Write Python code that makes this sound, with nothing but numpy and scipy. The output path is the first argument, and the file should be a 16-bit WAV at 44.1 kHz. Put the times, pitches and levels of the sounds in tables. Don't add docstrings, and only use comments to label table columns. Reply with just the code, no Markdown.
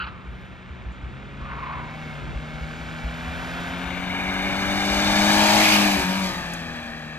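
import sys
import numpy as np
from scipy import signal
from scipy.fft import rfft, irfft, next_fast_len
from scipy.io import wavfile
from scipy.ndimage import map_coordinates

SR = 44100
rng = np.random.default_rng(int(sys.argv[2]) if len(sys.argv) > 2 else 0)


def wav_record(signal):
    frames = np.transpose(np.atleast_2d(signal))
    bounded = np.clip(frames, -1, 1)
    quanta = np.round(bounded * 32767).astype(np.int16)
    wavfile.write(sys.argv[1], SR, quanta)


N = 316638
TIME_S = np.arange(N) / SR


def amp(db):
    return 10 ** (np.asarray(db) / 20)


def unit(x):
    return x / np.sqrt(np.mean(x ** 2) + 1e-20)


def along(points, hz):
    knots_hz, *columns = np.transpose(points)
    return [np.interp(np.log(hz + 1), np.log(knots_hz + 1), column) for column in columns]


def curves(rows):
    knots_s, *columns = np.transpose(rows)
    return [np.interp(TIME_S, knots_s, column) for column in columns]


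def wobble(rate):
    knots = rng.standard_normal(int(N * rate / SR) + 4)
    return unit(map_coordinates(knots, [np.arange(N) * rate / SR]))


def swell(s, half_length):
    return np.exp(-((TIME_S - s) / half_length) ** 2)


def swells(rows):
    return sum(amp(db) * swell(s, half_length) for s, half_length, db in rows)


def step(s, length):
    return np.clip((TIME_S - s) / length + 0.5, 0, 1)


def filtered(x, response):
    size = next_fast_len(N + SR // 4)
    return irfft(rfft(x, size) * response(np.fft.rfftfreq(size, 1 / SR)), size)[..., :N]


def coloured(x, spectrum):
    return unit(filtered(x, lambda hz: amp(along(spectrum, hz)[0])))


def noise(scatter):
    direct, stray = rng.standard_normal((2, N))
    return np.array([direct + scatter * stray, direct - scatter * stray]) / np.sqrt(1 + scatter ** 2)


def partial(turns, unsteady, rate):
    phase = 2 * np.pi * (turns + rng.random()) + unsteady * wobble(rate)
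    return np.sqrt(2) * (1 + unsteady * wobble(rate)) * np.sin(phase)


# (time [s], level [dB])
BREEZE_LEVEL = [(0, -41.5), (2.2, -38.5), (4.1, -38.5), (4.95, -36.5), (5.5, -45), (6.4, -42), (7.0, -48)]
# (start [s], peak of the envelope [dB])
WIND_BUMPS = [(0.025, -33), (0.275, -36), (0.703, -30), (0.857, -28.5), (1.029, -26), (1.409, -32),
              (2.35, -22.5), (2.529, -34), (2.609, -29), (3.039, -21.5), (3.268, -28), (3.85, -32),
              (4.899, -24.5), (5.976, -28)]
# (frequency [Hz], relative level [dB])
WIND_SPECTRUM = [(20, -42), (40, -14.5), (58, 1.5), (85, -8), (130, -9), (250, -16.5), (600, -25.5),
                 (2000, -56), (8000, -100)]


def wind():
    rumble = coloured(noise(scatter=0.55), WIND_SPECTRUM) * amp(1.8 * wobble(10))
    air = amp(curves(BREEZE_LEVEL)[0]) * rumble
    for start, db in WIND_BUMPS:
        age = np.maximum(TIME_S - start, 0)
        push = age / 0.017
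        bump_hz = 60 * amp(rng.normal(0, 1))
        air = air + amp(db) * push * np.exp(1 - push) * np.sin(2 * np.pi * bump_hz * age)
    return air * amp([[0.5], [-0.5]])


# (frequency [Hz], time to fall 60 dB [s])
TREE_DECAY = [(150, 0.97), (1200, 0.58), (8000, 1)]


def trees(x):
    hz, t, z = signal.stft(rng.standard_normal((2, SR)), SR, nperseg=256)
    decay = amp(-60 * t / along(TREE_DECAY, hz)[0][:, None])
    answer = np.array(signal.istft(z * decay, SR, nperseg=256)[1])
    answer = answer / np.linalg.norm(answer)
    mid, side = signal.fftconvolve(x.mean(axis=0)[None], answer, axes=1)[:, :N]
    side = filtered(side, lambda hz: hz / np.hypot(hz, 700))
    return np.array([mid + side, mid - side]) / np.sqrt(2)


# (time [s], level before a 12 dB cut [dB], time to fall 60 dB [s], snap against ring [dB])
ROAD_TICKS = [(0.92, -53, 0.22, -18), (3.6794, -43, 0.08, -5), (5.634, -20, 0.066, 8),
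              (5.732, -22, 0.07, 10), (6.536, -20.5, 0.041, 1), (7.0209, -48, 0.1, 0)]


def ticks():
    ring_spectrum = [(3000, -30), (6000, -14), (6800, 1), (8000, -12), (10000, -30), (15000, -50)]
    ring = coloured(noise(scatter=0.3), ring_spectrum)
    snap = coloured(noise(scatter=0.3), [(3000, -30), (7000, 2), (13000, -8), (15000, -12)])
    out = np.zeros((2, N))
    for start, db, t60, snap_db in ROAD_TICKS:
        envelope = amp(db - 12 - 60 * np.abs(TIME_S - start) / t60) * (TIME_S >= start)
        out += envelope * unit(ring + amp(snap_db) * snap)
    return out


# (start [s], attack [s], time until release [s], release time constant [s],
# starting pitch [Hz], level [dB], overtones [dB], scrub against tone [dB], pitch roughness [0-1])
SKID_EVENTS = [(0.0, 0.0015, 0.032, 0.004, 1374, -27, -6.5, -9, 0.07),
               (0.036, 0.0027, 0.0099, 0.0067, 1280, -33.5, -2, -7, 0.1),
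               (0.061, 0.015, 0.023, 0.0095, 1425, -35.5, -5, -2, 0.12),
               (0.045, 0.01, 0.1, 0.092, 1250, -45.5, -20, -6, 0.09),
               (1.397, 0.019, 0.15, 0.047, 1158, -39.5, -11, -5.5, 0.12),
               (1.449, 0.16, 0.28, 0.055, 1100, -35, -21, -7, 0.09),
               (1.58, 0.11, 0.25, 0.094, 1030, -38, -14, -6, 0.09)]
# (frequency [Hz], relative level [dB])
SCRUB_SPECTRUM = [(500, -19), (900, -2), (1400, 2.5), (2200, -3.5), (2800, -10), (4200, -20.5), (6000, -38),
                  (12000, -71)]
SKID_SAG_HZ_PER_S = 70


def squeal():
    out = np.zeros((2, N))
    scrub = coloured(noise(scatter=0.098), SCRUB_SPECTRUM)
    chatter = unit(amp(1.2 * wobble(150) + 1.3 * wobble(50)))
    for start, attack, length, release, start_hz, db, overtone_db, scrub_db, rough in SKID_EVENTS:
        age = np.maximum(TIME_S - start, 0)
        envelope = np.minimum(age / attack, 1) * np.exp(-np.maximum(age - length, 0) / release)
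        pitch_hz = start_hz - SKID_SAG_HZ_PER_S * np.minimum(age, 2 * length)
        phase = 2 * np.pi * np.cumsum(pitch_hz * (1 + rough * wobble(650))) / SR
        tone = np.sin(phase) + amp(overtone_db) * np.sin(2 * phase)
        tone += 0.5 * amp(2 * overtone_db) * np.sin(3 * phase)
        out += amp(db) * envelope * unit(unit(tone) + amp(scrub_db) * scrub)
    return out * chatter


# (time [s], centre frequency [Hz])
HORN_PITCH = [(4.1, 2258), (5.45, 2370), (5.62, 2202), (5.76, 2560), (6.15, 2360), (6.42, 1838),
              (7.15, 1742)]
# (time [s], half-length [s], extra level [dB])
HORN_FLARE = (5.73, 0.17, 11.6)


def howl(db, scatter):
    centre_hz, = curves(HORN_PITCH)
    flare_s, half_length, flare_db = HORN_FLARE
    flare = swell(flare_s, half_length)
    band = coloured(noise(scatter), [(20, 2.0), (110, 6.0), (190, -23), (320, -36), (1000, -80.5)])
    width = 0.028 + 0.05 * flare
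    pitch_hz = centre_hz * (1 + width * wobble(300) + 0.012 * wobble(18))
    horn = unit(band * np.cos(2 * np.pi * np.cumsum(pitch_hz) / SR))
    return amp(db + flare_db * flare) * horn


# (time [s], half-length [s], level [dB])
WHEEL_SWISHES = [(5.645, 0.038, -22), (5.74, 0.032, -20), (6.13, 0.044, -39)]
# (frequency [Hz], relative level [dB])
SWISH_SPECTRUM = [(700, -35), (1700, -22), (2200, 1), (2800, 1.5), (3600, -5), (5200, -4), (8000, -20),
                  (13000, -16), (15000, -31)]


def wheels():
    grit = amp(2.1 * wobble(1500) + 1.5 * wobble(220))
    return swells(WHEEL_SWISHES) * coloured(noise(scatter=0.8) * grit, SWISH_SPECTRUM)


# (time [s], half-length [s], extra spray [dB], extra hiss [dB], extra roar [dB])
PUDDLE_LEVELS = [(0.38, 0.2, 11, 1.5, 2.5), (2.047, 0.18, 8, 4, 3), (2.711, 0.41, 5, 3, -1.5),
                 (3.453, 0.36, 6, 2, 0.5), (4.297, 0.73, 3, -1.5, 2.5), (4.942, 0.48, 1, 5, -1),
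                 (5.59, 0.16, -2, -0.5, -3.5), (6.262, 0.08, 4.5, 5, -0.5)]


def road_levels(level):
    even = np.array([level["spray"], level["hiss"], level["roar"]])
    return even + sum(np.outer(db, swell(s, half_length)) for s, half_length, *db in PUDDLE_LEVELS)


# (frequency [Hz], relative level [dB])
ROAR_SPECTRUM = [(300, -12), (700, -3.5), (1100, -2), (1550, 1), (1950, -2.5), (2350, -3.5), (2900, -8),
                 (3700, -10.5), (5000, -36), (10000, -71)]
ROAR_CLOSE_SPECTRUM = [(450, -10), (800, -3.5), (1020, -1.5), (1230, 0), (1420, -7.5), (1700, 5),
                       (1950, -8.5), (2330, 2.5), (2620, -4), (2900, -5), (3250, -14), (3700, -9),
                       (4200, -17), (10000, -75)]
HISS_SPECTRUM = [(1500, -10.5), (2800, -2), (3500, 2.5), (4400, 1), (5100, -1.5), (5700, -5.5),
                 (7000, -4.5), (7600, -6), (8300, -7), (9100, -16.5), (9800, -49), (12000, -48)]
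SPRAY_SPECTRUM = [(3000, -17.5), (5000, 7), (8300, 3), (9300, 0), (11500, 2), (13300, -6), (14500, -13),
                  (15200, -35)]


def tyres(crank_hz, spray_db, hiss_db, roar_db, scatter, aside):
    crank = np.cumsum(crank_hz) / SR
    throb = amp(0.17 * np.cos(4 * np.pi * crank) + 0.52 * wobble(70))
    rush = noise(scatter) * throb
    blend = (1 - aside) * coloured(rush, ROAR_SPECTRUM) + aside * coloured(rush, ROAR_CLOSE_SPECTRUM)
    roar = amp(roar_db) * blend
    hiss = amp(hiss_db) * coloured(noise(scatter) * amp(0.93 * wobble(400)), HISS_SPECTRUM)
    droplets = amp(0.82 * wobble(2500) + 0.96 * wobble(90))
    spray = amp(spray_db) * coloured(noise(scatter=0.11) * droplets, SPRAY_SPECTRUM)
    return roar + hiss + spray


# (time [s], pitch [Hz], level [dB])
WHINE_TRACK = [(1.45, 2143, -66), (1.62, 2205, -51), (1.78, 2174, -52), (1.99, 2240, -48.5),
               (2.11, 2164, -46), (2.2, 2090, -70), (2.35, 2130, -54), (2.6, 2220, -49), (2.87, 2305, -52),
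               (2.97, 2280, -52), (3.3, 2377, -46), (3.5, 2420, -68)]


def whine():
    pitch_hz, db = curves(WHINE_TRACK)
    return amp(db) * partial(np.cumsum(pitch_hz) / SR, unsteady=0.35, rate=120)


# (multiple of the crank rate, relative level [dB])
BARK_ORDERS = [(1, -9), (2.5, -10), (3.5, -6.5), (4, -4), (4.5, -11), (5, -13), (5.5, -9), (6, 1),
               (6.5, -9), (7, -4), (7.5, -4), (8, -3), (8.5, -7), (9, -6), (10, -6), (11, -8), (12, -19),
               (14, -14), (16, -9), (17, 1), (18, -4), (19, -10), (20, -11), (24, -10), (26, -5)]
# (frequency [Hz], gain [dB])
PIPE_RESONANCES = [(100, 4.5), (380, -2.5), (470, -10), (600, -1), (690, -3), (800, 2.5), (975, 3),
                   (1110, -15), (1350, -12), (1520, 5), (1750, -14)]
# (time [s], half-length [s], multiple of the crank rate, extra level [dB])
ORDER_FLARES = [(2.0, 0.17, 10, 8.5), (2.6, 0.35, 10, 6.5), (3.3, 0.28, 9, 10.5), (3.65, 0.22, 8, 10),
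                (4.3, 0.51, 10, 3.5), (2.2, 0.3, 17, 6), (3.3, 0.46, 11, 6), (4.6, 0.6, 4, 8),
                (5.0, 0.99, 6, 7), (5.1, 1, 8, 7.5), (5.34, 0.52, 9, 13.5), (5.25, 0.6, 5.5, 11),
                (5.58, 0.17, 7, 9.5), (5.4, 0.4, 11, 13), (6.0, 0.054, 4, 11.5), (6.25, 0.05, 4, 7),
                (6.21, 0.26, 10, 14), (6.27, 0.16, 6, 6), (6.97, 0.4, 10, 5)]
FLICKER_DB, FLICKER_PER_S = 1.8, 7


def overtones(crank, crank_hz):
    out = np.zeros(N)
    for order, db in BARK_ORDERS:
        flare_db = sum(extra_db * swell(s, half_length)
                       for s, half_length, which, extra_db in ORDER_FLARES if which == order)
        gain_db = db + along(PIPE_RESONANCES, order * crank_hz)[0] + flare_db
        flicker_db = FLICKER_DB * wobble(FLICKER_PER_S) / amp(flare_db)
        out += amp(gain_db + flicker_db) * partial(order * crank, unsteady=0.18, rate=20)
    return unit(out)


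# (start [s], end [s], change of firing tone [dB], of third order [dB], of bark [dB])
THROTTLE_CHANGES = [(-0.2, 1.015, -1.5, 3, -3), (2.092, 2.31, 2, -3.5, 0), (5.972, 6.042, -17, 0, 0),
                    (6.284, 7.4, -7, 2.5, 2.5)]
# (time [s], half-length [s], extra level [dB])
FIRING_SWELL = (5.2, 0.053, 3.5)
# (time [s], half-length [s], change of firing tone [dB], of third order [dB], of bark [dB])
TONE_FADES = [(2.0, 1, 3.5, -1.5, 2), (5.504, 0.074, -2.5, -4.5, 1), (5.667, 0.057, -10.5, -2.5, -4.5),
              (5.87, 0.033, -2, 4, -0.5), (6.34, 0.015, -23, -5, -6), (6.398, 0.21, 2, -10.5, -1),
              (6.84, 0.11, -11, 1.5, 0.5)]
THROTTLE_S = 0.02
THIRD_DB_PER_OCTAVE, FULL_CRANK_HZ = 6, 98.7


def exhaust_levels(level, crank_hz):
    swell_s, swell_length, swell_db = FIRING_SWELL
    full = np.array([level["firing"] + swell_db * swell(swell_s, swell_length),
                     level["third"] + THIRD_DB_PER_OCTAVE * np.log2(crank_hz / FULL_CRANK_HZ),
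                     level["bark"]])
    changes = sum(np.outer(db, step(start, THROTTLE_S) - step(end, THROTTLE_S))
                  for start, end, *db in THROTTLE_CHANGES)
    return full + changes + sum(np.outer(db, swell(s, half_length)) for s, half_length, *db in TONE_FADES)


# (frequency [Hz], relative level [dB])
RASP_SPECTRUM = [(100, -2.5), (250, 5.5), (440, -14), (600, -4.5), (820, -9.5), (1050, -20), (1500, -24),
                 (3000, -53), (8000, -92)]
GROWL_SPECTRUM = [(250, -26), (430, -22), (560, -8), (710, 1), (790, -1.5), (880, 1), (1020, -10),
                  (1400, -28), (3000, -64)]
# (time [s], half-length [s], level [dB])
EXHAUST_CHUFFS = [(6.0, 0.034, -32), (6.31, 0.049, -35)]
CLATTER_DB = -4.5


def engine(crank_hz, firing_db, third_db, bark_db, roar_db, growl_db, scatter):
    crank = np.cumsum(crank_hz) / SR
    boom = amp(firing_db) * partial(2 * crank, unsteady=0.12, rate=30)
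    boom += amp(third_db) * partial(3 * crank, unsteady=0.062, rate=30)
    puffs = amp(2 * np.cos(4 * np.pi * crank) + 0.42 * np.cos(np.pi * crank))
    rasp = coloured(noise(scatter) * puffs, RASP_SPECTRUM)
    snarl = unit(overtones(crank, crank_hz) + 0.58 * rasp)
    gulps = amp(5 * np.cos(4 * np.pi * crank) + 2 * np.cos(2 * np.pi * crank))
    growl = amp(growl_db) * coloured(noise(scatter) * gulps, GROWL_SPECTRUM)
    cycle = rng.standard_normal(size=256)
    rattle = map_coordinates(cycle, [crank / 2 % 1 * len(cycle)], mode="grid-wrap")
    clatter = amp(roar_db + CLATTER_DB) * coloured(gulps * rattle, ROAR_SPECTRUM)
    chuff_spectrum = [(20, -60), (38, -22), (80, 10), (150, 1), (360, 3.0), (520, -20), (900, -32), (3000, -62)]
    chuffs = swells(EXHAUST_CHUFFS) * coloured(noise(scatter), chuff_spectrum)
    return boom + amp(bark_db) * snarl + growl + clatter + chuffs + whine()


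SOUND_CARRY = {"firing": (-22, 4.5, 1, 0.15), "third": (-27, 5.0, 3.5, 0.04), "bark": (-26, 6, 3.5, 0),
               "growl": (-27.5, 6, 5, 0.9), "roar": (-20.5, 5.5, 4.5, 0.15), "hiss": (-22.5, 10, 4.5, 0.09),
               "spray": (-26.5, 11.5, 4, 0.18), "howl": (-33, 2.5, 5.5, -0.14)}
PASS_S, GAP_M, SPEED_M_PER_S = 5.704, 4.19, 14.35


def drive():
    ahead_m = SPEED_M_PER_S * (PASS_S - TIME_S)
    distance_m = np.hypot(ahead_m, GAP_M)
    level = {}
    for name, (db, doubling, front, per_m) in SOUND_CARRY.items():
        spreading_db = doubling * np.log2(distance_m / GAP_M)
        level[name] = db - spreading_db + front * ahead_m / distance_m - per_m * (distance_m - GAP_M)
    return GAP_M / distance_m, np.degrees(np.arctan2(GAP_M, ahead_m)), level


def echo(x, delay_ms, strength):
    at = np.arange(N) - delay_ms * SR / 1000
    surface = [(300, -20), (1200, 0), (3800, 0), (5500, -7), (10000, -20)]
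    bounce = filtered(x, lambda hz: amp(along(surface, hz)[0]))
    delayed = np.array([map_coordinates(side, [at]) for side in bounce])
    return (x + strength * delayed) / np.sqrt(1 + strength ** 2)


BAND_WIDTH_HZ = 157


def resonant(x, bands):
    def response(hz):
        return amp(sum(db * np.exp(-((hz - centre) / BAND_WIDTH_HZ) ** 2) for centre, db in bands))
    return filtered(x, response)


# (frequency [Hz], gain [dB])
NOSE_COLOUR = [(1950, 0.5), (2320, -1.5), (2620, -3.5), (3250, -3), (3700, 2.5), (4300, 2), (6220, 4.5),
               (6520, -5), (6850, 0.5)]
WHEEL_ARCH_COLOUR = [(1200, 0.5), (1650, -2.5), (2000, 1), (2330, -1.5), (2650, 2.5), (3200, 2.5),
                     (3580, -6)]
FLANK_COLOUR = [(1680, -1), (2300, 1), (2550, 0.5), (2950, 2.5), (3550, -1.5), (4250, 0), (6600, -6)]
TAIL_COLOUR = [(1000, -5.5), (1220, 5), (1480, -3), (2250, -2.5), (2500, 1.5), (2880, -4.5), (3270, 4),
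               (3600, -5), (3950, 4), (4700, 5.5), (6400, -3), (6750, 1)]
VIEW_BLEND_DEG = 7.4


def facing(x, bearing_deg):
    out = resonant(x, NOSE_COLOUR)
    for from_deg, bands in [(42, WHEEL_ARCH_COLOUR), (75, FLANK_COLOUR), (152.3, TAIL_COLOUR)]:
        share = np.clip((bearing_deg - from_deg) / VIEW_BLEND_DEG + 0.5, 0, 1)
        out = (1 - share) * out + share * resonant(x, bands)
    return out


def ports(x, image):
    def response(hz):
        lag, tilt_db = along(image, hz)
        pair = np.array([amp(tilt_db / 2), amp(-tilt_db / 2) * np.exp(-1j * lag)])
        return pair / np.sqrt(np.mean(np.abs(pair) ** 2, axis=0))
    return filtered(x, response)


# (time [s], turns per second as heard [Hz])
CRANK_SPEED = [
    [(0.85, 62.0), (1.07, 63.6), (1.284, 69.2), (1.582, 69.4), (1.714, 76.1), (2.034, 78.1), (2.226, 71.5),
     (2.38, 75.3)],
    [(2.42, 76.3), (2.89, 80.1), (2.96, 79.7), (4.17, 92.5), (4.82, 98.8), (5.45, 103.8), (5.62, 104.3),
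     (5.78, 102.8), (5.92, 98.8)],
    [(5.96, 96.8), (6.04, 90.8), (6.186, 96.4), (6.262, 93.8), (6.332, 88.8), (6.836, 78.9), (7.156, 77.0),
     (7.18, 77.3)],
]
# (frequency [Hz], phase lag [radians], left minus right level [dB])
AHEAD_IMAGE = [(200, 0.53, 2.5), (2000, -1.5, -1), (3000, 0.75, 0.5), (5000, 0.68, -0.5), (5800, -1.2, 0.5),
               (6950, -1.5, 0.5), (9600, -4, 0), (9940, 10, 3), (11750, -5.5, -3), (12200, -2 * np.pi, 1)]
ASIDE_IMAGE = [(196, 0.15, 3), (686, 0.38, 6), (1330, 1.43, 3.5), (2280, 1.35, -2), (3420, 2.17, 4),
               (5130, 2.34, -2.5), (6290, 5.14, 2), (6740, 4.26, 9), (8530, 4.4, 4), (9900, 2.2, 1),
               (10100, 4, -1), (13400, 6.15, -0.5)]
# (frequency [Hz], gain [dB])
SIDELONG_COLOUR = [(5000, 1), (5280, 3.5), (5620, -12), (6000, 1.5), (7330, -9.5), (7680, -6)]
# (time [s], half-length [s], reduction [ms])
DELAY_DIP = (5.9, 0.35, 0.84)
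ECHO_AHEAD_MS, ECHO_BEHIND_MS = 1.37, 1.195
ECHO_STRENGTH = 0.33
TURN_S, TURN_LENGTH_S, TURN_SHARE = 3.9, 0.51, 0.89
SCATTER_FAR, SCATTER_NEAR = 0.024, 0.57
TREES_DB, SKID_TREES_DB = -18, -13


def scene():
    crank_hz, = curves(np.vstack(CRANK_SPEED))
    closeness, bearing_deg, level = drive()
    aside = TURN_SHARE * step(TURN_S, TURN_LENGTH_S)
    scatter = SCATTER_FAR + (SCATTER_NEAR - SCATTER_FAR) * closeness

    exhaust_db = exhaust_levels(level, crank_hz)
    motor = engine(crank_hz, *exhaust_db, level["roar"], level["growl"], scatter)
    road = tyres(crank_hz, *road_levels(level), scatter, aside) + wheels()

    dip_s, dip_length, dip_ms = DELAY_DIP
    delay_ms = ECHO_AHEAD_MS + (ECHO_BEHIND_MS - ECHO_AHEAD_MS) * step(dip_s, dip_length)
    delay_ms = delay_ms - dip_ms * swell(dip_s, dip_length)
    strength = ECHO_STRENGTH * aside * (1 - closeness ** 2)
    car = echo(motor + road, delay_ms, strength) + aside * howl(level["howl"], scatter)

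    skids = squeal()
    near = resonant(facing(aside * car, bearing_deg), SIDELONG_COLOUR)
    direct = ports((1 - aside) * car + skids + ticks(), AHEAD_IMAGE) + ports(near, ASIDE_IMAGE)
    return direct + trees(amp(TREES_DB) * car + amp(SKID_TREES_DB) * skids) + wind()


def record(dry):
    return filtered(dry, lambda hz: hz < 15100)


dry = scene()
out = record(dry)
wav_record(out)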